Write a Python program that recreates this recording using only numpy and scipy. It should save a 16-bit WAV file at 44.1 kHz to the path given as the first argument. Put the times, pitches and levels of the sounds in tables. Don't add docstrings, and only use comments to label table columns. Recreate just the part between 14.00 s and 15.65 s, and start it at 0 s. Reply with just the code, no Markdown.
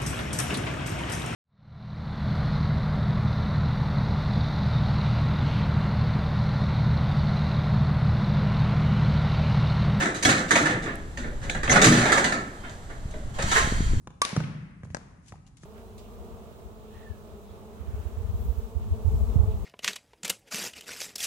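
import sys
import numpy as np
from scipy import signal
from scipy.fft import rfft, irfft
from scipy.io import wavfile
from scipy.ndimage import uniform_filter1d

SR = 44100
rng = np.random.default_rng(int(sys.argv[2]) if len(sys.argv) > 2 else 0)


def digitize_waveform(pressure):
    field = np.atleast_2d(pressure).T
    bounded = np.clip(field, -1, 1)
    quanta = np.round(bounded * 32767).astype(np.int16)
    wavfile.write(sys.argv[1], SR, quanta)


N = 72765


def amp(db):
    return 10 ** (np.asarray(db) / 20)


def read(points, hz):
    f, value = np.transpose(points)
    return np.interp(np.log(hz + 1), np.log(np.maximum(f, 1)), value)


def unit(x):
    return x / np.sqrt(np.mean(x ** 2) + 1e-20)


def clock(seconds):
    return np.arange(int(seconds * SR)) / SR


def decay(t, t60):
    return np.exp(-np.log(1000) * t / t60)


def pan(db):
    return amp(np.array([[db], [-db]]) / 2)


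def add(mix, start, sound):
    part = mix[max(round(start * SR), 0):][:len(sound)]
    part += sound[:len(part)]


def placed(x, start):
    out = np.zeros(N)
    add(out, start, x)
    return out


def colour(x, points, size=4096):
    log_gain = np.log(amp(read(points, abs(np.fft.fftfreq(size, 1 / SR)))))
    taps = np.fft.ifft(np.exp(np.conj(signal.hilbert(log_gain)))).real[:size // 2]
    return signal.fftconvolve(x, taps)[:len(x)]


def ring(modes, t):
    return sum(amp(db) * decay(t, t60) * np.sin(2 * np.pi * hz * t) for hz, db, t60 in modes)


def radiated(start, spectrum):
    return placed(colour(1. * (clock(.1) == 0), spectrum), start)


def travel(x, start, paths):
    out = np.zeros((2, N))
    for delay, db, lag, side_db in paths:
        left, right = amp(db) * pan(side_db) * x
        add(out[0], start + delay + lag / 2, left)
        add(out[1], start + delay - lag / 2, right)
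    return out


# (frequency [Hz], left-right correlation [1])
COHERENCE = [(30, 0.79), (150, 0.96), (300, 0.81), (600, 0.016), (1200, 0), (12000, 0)]

def diffuse(spectrum):
    hz = np.fft.rfftfreq(N, 1 / SR)
    a, b = rfft(rng.standard_normal((2, N)))
    same = np.clip(read(COHERENCE, hz), -1, 1)
    mid, side = a * np.sqrt((1 + same) / 2), b * np.sqrt((1 - same) / 2)
    return irfft(np.array([mid + side, mid - side]) * amp(read(spectrum, hz)), N)


# (frequency [Hz], relative density [dB])
RUMBLE_SPECTRUM = [(20, -4), (40, 10), (70, 6), (130, 3), (190, -2), (280, -11), (500, -27), (1200, -27.5),
                   (2000, -37.5), (3200, -42.5), (6000, -37.5), (10500, -39.5), (12500, -55)]

def rumble():
    swell = unit(uniform_filter1d(rng.standard_normal(N), size=5000, mode="wrap"))
    return amp(-51 + swell) * unit(diffuse(RUMBLE_SPECTRUM))


# (frequency [Hz], T60 [s])
REVERB_TIME = [(60, 0.92), (160, 1.58), (400, 0.89), (1000, 1.11), (2000, 1.41), (3500, 0.83), (5500, 0.67),
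               (8000, 0.6), (12000, 0.59)]
# (frequency [Hz], relative level [dB])
REVERB_SPECTRUM = [(60, -3.5), (160, -1.5), (400, 6), (1100, 3.5), (2200, 3.5), (4000, 5.5), (7000, 2),
                   (11000, 2)]

def hall(x, build_s=.017):
    hz, t, bands = signal.stft(diffuse(REVERB_SPECTRUM), SR, nperseg=512)
    bands = bands * decay(t, read(REVERB_TIME, hz)[:, None])
    tail = signal.istft(bands, SR, nperseg=512)[1][:, :N]
    tail *= 1 - np.exp(-(np.arange(N) / SR / build_s) ** 2)
    return pan(2) * signal.fftconvolve(x[None], unit(tail) / np.sqrt(N), axes=1)[:, :N]


def scatter(x):
    t = clock(.25)
    taps = unit(rng.standard_normal((2, len(t))) * decay(t, t60=.054)) / np.sqrt(len(t))
    return signal.fftconvolve(x[None], taps, axes=1)[:, :N]


SHOE_PAN_DB, SHOE_HALL_DB = 3.5, -11
# (peak time [s], rise [s], fall [s], level [dB])
SLIDES = [(0.847, 0.0022, 0.017, -62), (0.911, 0.0061, 0.043, -67), (1.287, 0.024, 0.037, -57.5),
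          (1.283, 0.00087, 0.0048, -54.5), (1.466, 0.00049, 0.017, -60), (1.571, 0.0009, 0.011, -55.5),
          (1.637, 0.027, 0.024, -60.5)]
# (frequency [Hz], relative level [dB])
FRICTION_SPECTRUM = [(300, -13), (1300, -1), (2900, 1.5), (3800, 1), (5000, 1), (6800, 6.5), (8500, -3),
                     (10500, -3), (12000, -17)]

def scuffs():
    t = np.arange(N) / SR
    envelope = sum(amp(db) * np.exp(-np.maximum((peak - t) / rise, (t - peak) / fall))
                   for peak, rise, fall, db in SLIDES)
    grain_db = 2.5 * unit(uniform_filter1d(rng.standard_normal(N), size=90))
    swish = envelope * unit(diffuse(FRICTION_SPECTRUM) * amp(grain_db))
    return pan(SHOE_PAN_DB) * swish + amp(SHOE_HALL_DB) * hall(swish[0])


# (peak time [s], half-length [s], frequency [Hz], level [dB])
SQUEAK_TONES = [(1.341, 0.0023, 800, -43), (1.468, 0.013, 2830, -69)]

def squeaks(waver=.013):
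    t = np.arange(N) / SR
    pitch_ratio = 1 + waver * unit(uniform_filter1d(rng.standard_normal(N), size=100))
    warped_t = np.cumsum(pitch_ratio) / SR
    tone = sum(amp(db) * np.exp(-((t - peak) / half) ** 2) * np.sin(2 * np.pi * hz * warped_t)
               for peak, half, hz, db in SQUEAK_TONES)
    return pan(SHOE_PAN_DB) * tone + amp(SHOE_HALL_DB) * hall(tone)


# (time [s], thump gain [dB], thump frequency [Hz], slap gain [dB],
# slap frequency ratio [1], tick gain [dB], wall echo delay [s])
FOOTFALLS = [(0.0731, -35, 137, -17, 0.93, -23, .032), (0.3279, -22, 187.5, -11.5, 0.47, -38, .036),
             (0.3647, -35, 183.6, -3, 0.9, -8.5, .038), (0.3730, -12, 143.2, -21.5, 0.87, -56, .033),
             (0.4036, -21, 143.5, -13, 1.17, -46, .035), (0.4380, -28.5, 147, -23, 2.33, -43, .035),
             (0.8340, -27.5, 105, -26.5, 1.21, -39, 0.038), (0.8520, -37, 82, -32.5, 0.98, -41.5, .034),
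             (0.903, -27, 97, -33, 1.94, -44, .034), (1.3225, -33.5, 111.5, -23, 1.1, -31, .034),
             (1.6340, -38, 140, -25.5, 0.88, -30.5, .034)]
# (frequency [Hz], relative level [dB], T60 [s])
FLOOR_MODES = [(86.5, -33, 0.36), (124, -20.5, 0.3), (150.87, -15, 0.63), (176.6, -20, .4),
               (214.3, -25.5, 0.59)]
# (frequency at ratio 1 [Hz], relative level [dB])
SLAP_SPECTRUM = [(80, 3), (300, 11), (500, 12.5), (750, 6.5), (1000, 11), (1500, 5), (2300, -6.5),
                 (3500, -14.5), (8000, -27.5)]
# (frequency [Hz], relative level [dB])
TICK_SPECTRUM = [(500, -25.5), (2000, 2.5), (3500, 0), (5000, -2), (6500, 6), (8000, -11.5), (10000, 0),
                 (12000, -44)]

def footsteps(rise_s=.0041, echo_db=-13.5, sole_lag_s=.0001, thump_lag_s=-.00016):
    t = clock(.96)
    near, soles, thumps = np.zeros((2, N)), np.zeros(N), np.zeros(N)
    for start, thump_db, hz, slap_db, ratio, tick_db, echo_s in FOOTFALLS:
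        grit, fizz = rng.standard_normal((2, len(t)))
        push = 2 * decay(t, t60=.043) * np.sin(2 * np.pi * hz * t)
        onset = 1 - np.exp(-(t / rise_s) ** 2)
        thump = -amp(thump_db) * onset * (push + ring(FLOOR_MODES, t))
        contact = .15 * grit * decay(t, t60=.028) - (t == 0)
        slap = colour(contact, [(f * ratio, db) for f, db in SLAP_SPECTRUM])
        tick = colour(unit(fizz * decay(t, t60=.022)) / np.sqrt(len(t)), TICK_SPECTRUM)
        sole = amp(slap_db) * slap + amp(tick_db) * tick
        sole_paths = [(0, 0, sole_lag_s, 0), (echo_s, echo_db, -sole_lag_s, 0)]
        thump_paths = [(0, 0, thump_lag_s, 0), (echo_s, echo_db, thump_lag_s, 0)]
        near += travel(pan(SHOE_PAN_DB) * sole, start, sole_paths)
        near += travel(pan(-2.1) * thump, start, thump_paths)
        add(soles, start, sole)
        add(thumps, start, thump)
    return near + amp(SHOE_HALL_DB) * hall(soles) + amp(-6.5) * hall(thumps)


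# (frequency [Hz], relative level [dB])
CORK_SPECTRUM = [(60, -4.5), (200, 4), (600, -8), (1000, 1), (1600, 7), (2700, -12.5), (4200, -9),
                 (6200, -8), (9000, -17.5), (12000, -35)]
# (frequency [Hz], relative level [dB], T60 [s])
CORK_MODES = [(578, -30, 0.014), (808, -32, 0.012)]
# (frequency [Hz], relative level [dB])
CORK_RADIATION = [(100, 6), (550, 3), (1000, 3.5), (2000, -4), (3000, -13), (4500, -12.5), (6500, -6),
                  (9000, -15.5), (12000, -27)]
# (delay [s], gain [dB], left lag [s], left minus right [dB])
CORK_PATHS = [(0, 4.5, -.00036, 9), (.0012, -3.5, -.00036, 3), (.0220, -5.5, -.0002, 9.5)]

def shuttle_landing(start=.947):
    t = clock(.5)
    rustle = amp(-21.5) * rng.standard_normal(len(t)) * decay(t, t60=.015)
    tap = colour(amp(-8.5) * (t == 0) + rustle, CORK_SPECTRUM) + ring(CORK_MODES, t)
    spread = radiated(start, CORK_RADIATION)
    return travel(tap, start, CORK_PATHS) + amp(-11.5) * hall(spread) + amp(-8) * scatter(spread)


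# (frequency [Hz], relative level [dB])
CRACK_SPECTRUM = [(60, -36.5), (200, -1), (550, -11), (1000, -25), (1700, 6), (2700, -2.5), (3700, 2.5),
                  (4600, -5.5), (6000, 1), (8000, -7.5), (10400, -17.5), (12000, -15)]
# (frequency [Hz], relative level [dB])
FEATHER_SPECTRUM = [(300, -19.5), (1500, 12.5), (3000, 3), (6000, 2.5), (8000, -2.5), (10400, 7.5),
                    (12000, -21.5)]
# (frequency [Hz], relative level [dB], T60 [s])
STRING_MODES = [(1142, -3.5, .105), (1066, -8.5, 0.024), (1636, -12.5, 0.023), (1833, -18, 0.047),
                (2313, -14.5, 0.069), (3220, -30.5, 0.054), (5270, -26.5, .11), (5204, -28, .11),
                (9900, -21, 0.011), (10080, -24.5, .05)]
# (delay [s], gain [dB], left lag [s], left minus right [dB])
CRACK_PATHS = [(0, 0, .00016, 0), (.00186, -1.2, .00016, 0), (.0330, -8, -.00032, 6),
               (.0338, -9, -.00032, 6), (.0745, -21, .0003, 0)]
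# (delay [s], gain [dB], left lag [s], left minus right [dB])
STRING_PATHS = [(0, 2, .00016, -0.5), (.0018, 0, .00016, 6), (0.0336, -15.5, -.00032, 4.5)]
# (frequency [Hz], left minus right [dB])
EARLY_BALANCE = [(100, -1), (700, -2), (3000, 0), (5000, 5.5), (7000, -2), (9000, -14), (12000, -6)]
# (frequency [Hz], relative level [dB])
CRACK_RADIATION = [(100, -10.5), (300, -1.5), (1000, -0.5), (2200, 0.5), (3500, -3.5), (6000, -0.5),
                   (8000, -6.5), (10000, -6.5), (12000, -18)]

def racket(start=.218, rustle_lead_s=.0007):
    t = clock(.5)
    rustle = amp(-22) * colour(rng.standard_normal(len(t)) * decay(t, t60=.025), FEATHER_SPECTRUM)
    crack = amp(6.5) * colour(1. * (t == 0), CRACK_SPECTRUM)
    impact = placed(rustle, 0) + placed(crack, rustle_lead_s)
    ping = amp(-20) * ring(STRING_MODES, t)
    early = travel(impact, start - rustle_lead_s, CRACK_PATHS) + travel(ping, start, STRING_PATHS)
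    balance_db = read(EARLY_BALANCE, np.fft.rfftfreq(N, 1 / SR))
    early = irfft(rfft(early) * amp(np.array([balance_db, -balance_db]) / 2), N)
    spread = radiated(start, CRACK_RADIATION) + amp(-20) * placed(ping, start)
    return early + amp(3) * hall(spread) + scatter(spread)


def scene():
    return racket() + shuttle_landing() + footsteps() + scuffs() + squeaks() + rumble()


def record(dry, low_hz=60, high_hz=11700):
    lean = signal.sosfilt(signal.butter(2, low_hz, "high", fs=SR, output="sos"), dry)
    lowpass = signal.firwin(255, high_hz, window=("kaiser", 8), fs=SR)
    return signal.oaconvolve(lean, lowpass[None], "same")


dry = scene()
out = record(dry)
digitize_waveform(out)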